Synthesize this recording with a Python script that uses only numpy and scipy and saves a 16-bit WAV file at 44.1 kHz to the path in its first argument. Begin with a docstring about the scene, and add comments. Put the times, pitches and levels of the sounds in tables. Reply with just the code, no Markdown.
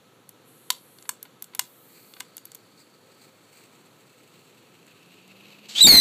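"""Lighting a whistling bottle rocket

In a quiet yard a torch lighter clicks and hisses twice, and lights a rocket's fuse in a pipe barrel.
The launcher ticks as it is handled, the fuse fizzes into the pipe, and an engine speeds up far away.
The motor catches with a rush, and its burn starts to vibrate in a shrill whistle.
Out of the barrel the whistle turns rough, and falls in pitch as the rocket speeds away."""
import sys
import numpy as np
from scipy import signal
from scipy.fft import rfft, irfft
from scipy.io import wavfile
from scipy.ndimage import uniform_filter1d

SR = 44100
rng = np.random.default_rng(int(sys.argv[2]) if len(sys.argv) > 2 else 0)


def int16_out(signal):
    """Quantize to a 16-bit WAV file."""
    q = np.round(np.clip(np.atleast_2d(signal).T, -1, 1) * 32767)
    wavfile.write(sys.argv[1], SR, q.astype(np.int16))


N = 264906
T, HZ = np.arange(N) / SR, np.fft.rfftfreq(N, 1 / SR)

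# tone colour of the evening air (frequency [Hz], level [dB])
AIR_COLOUR = [(18, -67), (30, -39), (79, -42), (108, -6.5), (350, -7.5), (532, -8), (575, -14.5),
              (1260, -16.5), (2070, -21.5), (4310, -21), (5040, -31), (6720, -27), (8500, -27),
              (11300, -28), (15500, -37)]
# faint hum and whine of a camera (pitch [Hz], level [dB])
HUM_TONES = [(1293, -73), (11120, -77.5)]
# how the plastic housing rings (pitch [Hz], width [Hz], level [dB])
HOUSING_RINGS = [(806, 100, -17), (1013, 55, 10.5), (1180, 69, 0), (1515, 220, 7.5), (2100, 65, 11.5),
                 (2860, 34, 6.5), (3450, 170, 0), (4430, 100, 3.5)]
# the lighter's trigger, pressed and let go twice
# (time [s], level [dB], body [dB], bite [dB], treble [dB], ring pitch [Hz])
TRIGGER_SNAPS = [(0.703, -10, -4.5, 2.5, 0, 3530), (1.0916, -15.5, -2, -4.5, 0.5, 8000),
                 (1.593, -11.5, -8, -1, -1.5, 1860), (2.2046, -24.5, -2, 2.5, -2, 2110)]
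# small catches of the launcher, the last two perhaps sparks (time [s], level [dB], ring pitch [Hz])
LAUNCHER_TICKS = [(0.2918, -35, 10800), (0.986, -44, 4300), (1.025, -41.5, 7170), (1.2283, -28.5, 11800),
                  (1.4232, -25.5, 11700), (1.4425, -37, 7840), (1.5495, -26, 10600), (2.1377, -39.5, 3600),
                  (2.201, -35, 8200), (2.3684, -29.5, 11400), (2.3799, -35, 6700), (2.4541, -32.5, 11900),
                  (2.5176, -38.5, 7360), (2.548, -33.5, 12500), (2.5518, -38.5, 6840), (4.867, -51, 7600),
                  (5.278, -51, 8000)]
# smaller catches tick higher and thinner; rows are body, bite and treble
# (level at the middle pitch [dB], slope [dB per octave])
TICK_COLOUR = [(-8, -6), (0.5, -6), (0, 9.5)]
# dull knocks of the grip (time [s], level [dB])
GRIP_KNOCKS = [(1.053, -46), (1.2524, -44), (1.535, -46), (1.548, -38), (2.1657, -42.5), (4.8758, -53)]
# the lighter's gas jet (start [s], end [s], level [dB], centre [Hz], width [Hz])
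GAS_JETS = [(.44, 1.15, -57.5, 11000, 1160), (1.42, 1.605, -77, 12400, 1500),
            (1.6, 2.23, -57.5, 12500, 1920)]
# the fuse in the open, then deep in the pipe (frequency [Hz], level [dB])
FUSE_IN_OPEN = [(40, -60), (300, -8), (1500, -5.5), (2400, 8), (3200, -19), (4200, 4), (5600, -7.5),
                (7000, 0), (8100, 6.5), (9600, -3), (11500, -6), (13300, -8), (14800, -3.5)]
FUSE_IN_PIPE = [(40, -70), (300, -1.5), (1700, -16.5), (2300, -3), (2650, 6), (3300, -6.5), (4100, -4),
                (5500, -18), (7500, -16.5), (10000, -42), (12500, -13), (15000, -41)]
# the powder flares up (time [s], extra level [dB], half length [s])
FUSE_FLARES = [(1.98, 9.5, 0.08), (2.803, 4.5, .04), (3.237, 11, 0.053), (3.575, 8.5, 0.12), (4.3, 4, 0.32),
               (5.518, 4.5, 0.036)]
# the exhaust in the pipe, in flight, and as gusts on the microphone (frequency [Hz], level [dB])
RUSH_IN_PIPE = [(100, -19), (600, -10.5), (1700, -7.5), (2600, 2), (3500, 4), (4500, 6), (5600, -3.5),
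                (8000, 0.5), (9300, -10.5), (12000, -12), (15000, -22)]
RUSH_IN_FLIGHT = [(100, -6), (600, 1), (1500, 1.5), (2200, 7), (3000, -1.5), (4500, 12), (5600, -6.5),
                  (8000, 0.5), (9300, -18), (12000, -4), (15000, -4)]
GUST_COLOUR = [(20, 9), (60, -5.5), (110, -11.5), (200, 2), (320, -1), (450, -11.5), (900, -13),
               (2500, -70)]
# uneven burning, strong before the whistle locks in and at the pipe's mouth (time [s], roughness [0-1])
BURN_ROUGHNESS = [(5.745, 1), (5.805, .7), (5.809, .06), (5.864, .1), (5.872, .68), (5.89, .45),
                  (5.896, .08), (5.912, .1), (5.92, .38)]
# the whistle inside the pipe (time [s], pitch [Hz])
PIPE_PITCH = [(5.745, 2715), (5.761, 3150), (5.783, 3479), (5.825, 4022), (5.833, 4010), (5.841, 3780),
              (5.861, 3650), (5.868, 3750)]
# the whistle's extra tones (pitch multiple [ratio], level in the pipe [dB], level in flight [dB])
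EXTRA_TONES = [(.5, -58, -14.5), (1.5, -62, -14), (2, -5, -9.5), (2.5, -58, -14), (3, -15.5, -12),
               (3.5, -60, -21), (4, -19, -3)]
# the yard's echo (frequency [Hz], time to fade by 60 dB [s])
YARD_FADE = [(300, 0.3), (1500, 0.16), (4000, 0.22), (9000, 0.17), (15000, 0.16)]
# two dips in the treble that slightly hollow the whole sound (frequency [Hz], width [Hz], level [dB])
TREBLE_DIPS = [(5010, 160, -6), (9690, 1400, -7)]

# the motor lights, builds pressure, locks into its whistle, blasts the microphone and leaves the pipe
IGNITION_S, BUILD_S, LOCK_S, BLAST_S, EXIT_S = 5.684, 5.745, 5.808, 5.84, 5.870
SOUND_M_PER_S = 343


def amp(db):
    """Turns decibels into a gain."""
    return 10 ** (np.asarray(db) / 20)


def evened(x):
    """Scales a signal to an average power of 1."""
    return x / np.sqrt(np.mean(abs(x) ** 2) + 1e-20)


def read(points, hz=HZ):
    """Looks up a table's value at hz, on a log-frequency scale."""
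    f, value = np.transpose(points)
    return np.interp(np.log(hz + 1), np.log(f + 1), value)


def curve(points):
    """Joins a time table's points with straight lines."""
    return np.interp(T, *np.transpose(points))


def ramp(start_s, length_s):
    """Rises evenly from 0 to 1."""
    return np.clip((T - start_s) / length_s, 0, 1)


def blend(a, b, share):
    """Goes from a to b as share goes from 0 to 1."""
    return a + share * (b - a)


def swell(top_s, half_length_s):
    """A smooth hump of height 1."""
    return np.exp(-((T - top_s) / half_length_s) ** 2)


def peak(hz, centre_hz, width_hz):
    """How strongly a ringing part answers each frequency; 1 at its centre."""
    return 1 / (1 + 2j * (hz - centre_hz) / width_hz)


def add(mix, s, sound):
    """Lays a sound into the mix at s seconds."""
    part = mix[round(s * SR):][:len(sound)]
    part += sound[:len(part)]


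def noise(colour_db):
    """Noise of power 1, shaped by a level for each frequency."""
    return evened(irfft(rfft(rng.standard_normal(N)) * amp(colour_db), N))


def narrow_noise(centre_hz, width_hz):
    """Noise packed closely around one pitch."""
    return noise(20 * np.log10(abs(peak(HZ, centre_hz, 2 * width_hz)) ** 2))


def wander(rate_hz):
    """A random wobble of power 1, mostly slower than rate_hz."""
    return noise(-20 * np.log10(1 + (HZ / rate_hz) ** 2))


def evening_air(level_db=-57):
    """A soft background hush that wavers a little."""
    return amp(level_db + .5 * wander(3.9)) * noise(read(AIR_COLOUR))


def camera_hum():
    """Two faint, unsteady tones come from inside a camera."""
    return sum(amp(db) * narrow_noise(hz, width_hz=25) for hz, db in HUM_TONES)


def click(level_db, body_db, bite_db, treble_db, fade_s, ring_hz, ring_db=0):
    """A catch snaps: a very short rattle rings the struck part and the housing."""
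    t = np.arange(4096) / SR
    hz = np.fft.rfftfreq(len(t), 1 / SR)
    rise_s = .00017 * (fade_s / .016) ** 2  # long, scraping knocks start more softly
    attack = 1 - np.exp(-t / rise_s)
    rattle = rfft(rng.standard_normal(len(t)) * attack * amp(-60 * t / (.76 * fade_s)))
    rattle /= np.sqrt(uniform_filter1d(abs(rattle) ** 2, size=70))  # flat, so the parts set the colour
    housing = sum(amp(db) * peak(hz, f, width) for f, width, db in HOUSING_RINGS)
    rings = 1 + housing + amp(ring_db) * peak(hz, ring_hz, width_hz=1000)
    body = [(20, -70), (150, body_db - 20), (450, body_db - 26.5), (780, body_db - 2),
            (2200, body_db - 3.5)]
    bite = [(3000, bite_db - 3.5), (4500, bite_db - 1.5)]
    treble = [(5800, -2.5), (9000, 5), (11500, treble_db), (15000, treble_db - 5.5)]
    snap = irfft(rattle * rings * amp(read(body + bite + treble, hz))) * (t < t[-1] / 2)
    strength = np.sqrt(np.sum(snap ** 2) / (.002 * SR))  # as if packed into 2 ms
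    return amp(level_db) * snap / strength


def handling(middle_hz=7500):
    """The trigger snaps, the launcher ticks and the grip knocks; such small parts give no bass."""
    out = np.zeros(N)
    for s, db, body_db, bite_db, treble_db, hz in TRIGGER_SNAPS:
        add(out, s, click(db, body_db, bite_db, treble_db, fade_s=.022, ring_hz=hz))
    for s, db, hz in LAUNCHER_TICKS:
        colour = [middle_db + slope * np.log2(hz / middle_hz) for middle_db, slope in TICK_COLOUR]
        add(out, s, click(db, *colour, fade_s=.014, ring_hz=hz, ring_db=4))
    for s, db in GRIP_KNOCKS:
        add(out, s, click(db, body_db=12.5, bite_db=14.5, treble_db=-5, fade_s=.042, ring_hz=2230))
    return signal.sosfilt(signal.butter(2, 250, "high", fs=SR, output="sos"), out)


def lighter_gas(valve_s=.04):
    """Gas hisses out of the lighter's nozzle while the button is held."""
    out = np.zeros(N)
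    lower_band = amp(-9) * np.exp(-((HZ - 8500) / 1800) ** 2)
    for start, end, db, hz, width in GAS_JETS:
        main_band = np.exp(-((HZ - hz) / width) ** 2 / 4)
        valve = np.clip(np.minimum(T - start, end - T) / valve_s, 0, 1)
        out += amp(db) * valve * noise(20 * np.log10(main_band + lower_band + 1e-6))
    return out


def fuse(base_db=-67, sputter_db=2.36, sparks_per_s=120, spark_s=.0016):
    """Powder fizzes and spits sparks; the pipe rings along more as the flame creeps inside."""
    lit = ramp(start_s=1.7, length_s=.24)
    depth = .93 * ramp(start_s=2.78, length_s=2.55) ** 2
    pipe_db = 10 * depth ** 2
    flare_db = sum(db * swell(s, half_length) for s, db, half_length in FUSE_FLARES)
    fizz = np.sqrt(1 - depth) * noise(read(FUSE_IN_OPEN)) + np.sqrt(depth) * noise(read(FUSE_IN_PIPE))
    # a thin sizzle swells once while the flame is in the open
    sizzle = amp(-14.5 + 15 * swell(top_s=2.6, half_length_s=.89)) * narrow_noise(4480, width_hz=280)
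    spits = (rng.random(N) < sparks_per_s / SR) * np.minimum(rng.exponential(1, N), 2)
    sparks = .76 * signal.lfilter([1], [1, -np.exp(-1 / (spark_s * SR))], spits)  # each spit dies away
    level_db = base_db + pipe_db + flare_db + sputter_db * wander(33)
    return lit * amp(level_db) * ((1 + sparks) * fizz + sizzle)


def far_engine(level_db=-61, steady_hz=165, throttle_s=4.92, climb_hz_per_s=61):
    """Only the firing tone of a far engine carries, climbing as it speeds up."""
    hz = steady_hz + climb_hz_per_s * np.maximum(T - throttle_s, 0) + 2 * wander(12)
    tone = np.sqrt(2) * np.sin(2 * np.pi * np.cumsum(hz) / SR)
    return amp(level_db + 2 * wander(6)) * ramp(start_s=4.6, length_s=.8) * tone


def pressure():
    """Builds from 0 to 1 in the motor, until the whistle locks in."""
    return ramp(BUILD_S, LOCK_S - BUILD_S)


def in_flight():
    """0 while the rocket is in the pipe, 1 once it is out."""
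    return np.clip((T - EXIT_S) / .0042 + .5, 0, 1)


def rocket_speed(top_m_per_s=70, speed_up_s=.12):
    """Out of the pipe, thrust speeds the rocket up until air drag balances it."""
    return top_m_per_s * (1 - np.exp(-np.maximum(T - EXIT_S, 0) / speed_up_s))


def exhaust(lit_db=-41.5, built_db=-23.5, locked_db=-31, open_db=-25, gust_db=-26):
    """The motor's jet rushes in the pipe, brightens in the open and blows gusts at the microphone."""
    rough, flying = curve(BURN_ROUGHNESS), in_flight()
    distance_m = np.cumsum(rocket_speed()) / SR
    away_db = -13 * (distance_m / 4.2) ** 2
    # the rush grows with the pressure, then drops once the whistle locks in
    building_db = blend(lit_db, built_db, np.sqrt(pressure()))
    pipe_db = blend(building_db, locked_db, ramp(LOCK_S, .019))
    rush_db = blend(pipe_db, open_db + 10.5 * rough + away_db, flying)
    jet = np.sqrt(1 - flying) * noise(read(RUSH_IN_PIPE)) + np.sqrt(flying) * noise(read(RUSH_IN_FLIGHT))
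    rush = amp(rush_db + wander(130)) * jet
    gusts = amp(gust_db + 12 * rough + away_db) * noise(read(GUST_COLOUR))
    return ramp(IGNITION_S, .005) * rush + ramp(BLAST_S, .005) * gusts


def fuzzy_tone(phase, fuzz, width_hz=130):
    """One tone of the whistle: steady at fuzz 0, all swirling gas from fuzz 1 up."""
    fuzz = np.clip(fuzz, 0, 1)
    swirl = evened(wander(width_hz) + 1j * wander(width_hz))
    strength = np.sqrt(1 - fuzz ** 2) + fuzz * swirl
    return np.sqrt(2) * (strength * np.exp(1j * phase)).imag


def whistle(flight_hz=4570, jitter=.031):
    """The burn vibrates in the rocket's tube; in flight its period doubles, adding in-between tones."""
    rough, flying = curve(BURN_ROUGHNESS), in_flight()
    # the pitch jumps too far at the pipe's mouth, settles, and falls as the rocket speeds away
    overshoot_hz = 230 * np.exp(-np.maximum(T - EXIT_S, 0) / .009)
    receding_hz = (flight_hz + overshoot_hz) / (1 + rocket_speed() / SOUND_M_PER_S)
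    hz = blend(curve(PIPE_PITCH), receding_hz, flying)
    phase = 2 * np.pi * np.cumsum(hz * (1 + jitter * rough * wander(238))) / SR
    # it grows out of the rush, then jumps to full strength; rough burning weakens it
    growing_db = -38 + 21 * np.sqrt(pressure())
    locked_db = -7 - 7 * rough - 1.9 * (1 - flying)
    level_db = blend(growing_db, locked_db, ramp(LOCK_S - .002, .003))
    # the extra tones come up after the lock; in flight they follow the roughness
    pipe_bright_db = blend(-17, 1.5, ramp(LOCK_S, .019))
    bright_db = blend(pipe_bright_db, -7.5 + 14 * rough, flying)
    extras = np.zeros(N)
    for multiple, pipe_db, flight_db in EXTRA_TONES:
        gain = amp(bright_db + blend(pipe_db, flight_db, flying))
        extras += gain * fuzzy_tone(multiple * phase, fuzz=1.7 * rough + .14 * multiple)
    main_tone = fuzzy_tone(phase, fuzz=amp(3) * rough)
    return ramp(BUILD_S, .006) * amp(level_db) * (main_tone + extras)


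def yard_echo(sound):
    """Ground, launcher and trees scatter the sound into a short tail."""
    t = np.arange(SR // 2) / SR
    bounces = rng.standard_normal(len(t)) * (rng.random(len(t)) < .1) * (t > .004)
    hz, s, bands = signal.stft(bounces, SR, nperseg=256)
    fade = amp(-60 * s / read(YARD_FADE, hz)[:, None])
    _, tail = signal.istft(bands * fade, SR, nperseg=256)
    return signal.fftconvolve(sound, tail / np.linalg.norm(tail))[:N]


def scene(echo_db=-16.5):
    """Mixes the loud sounds and their echo with the quiet ones, in one channel."""
    loud = handling() + exhaust() + whistle()
    air = evening_air()
    echo = amp(echo_db) * yard_echo(loud)
    return (loud + echo + air + lighter_gas() + fuse() + far_engine() + camera_hum())[None]


def record(dry, ceiling=.7, bottom_hz=45, top_hz=15350):
    """Cuts two dips in the treble, rounds off loud peaks and removes the lowest and highest tones."""
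    hz = np.linspace(0, SR / 2, 1025)
    dips_db = sum(db * np.exp(-((hz - f) / width) ** 2) for f, width, db in TREBLE_DIPS)
    # squared, because minimum_phase takes the square root of the gain
    dip_filter = signal.minimum_phase(signal.firwin2(511, hz, amp(dips_db) ** 2, fs=SR))
    x = signal.lfilter(dip_filter, 1, dry)
    x = signal.resample_poly(x, 4, 1, axis=1)  # finer steps keep the rounding clean
    x = x / (1 + (x / ceiling) ** 8) ** (1 / 8)
    x = signal.resample_poly(x, 1, 4, axis=1)
    x = signal.sosfilt(signal.butter(2, bottom_hz, "high", fs=SR, output="sos"), x)
    treble_cut = signal.firwin(401, top_hz, window=("kaiser", 8), fs=SR)
    return signal.oaconvolve(x, treble_cut[None], "same")


dry = scene()
out = record(dry)
int16_out(out)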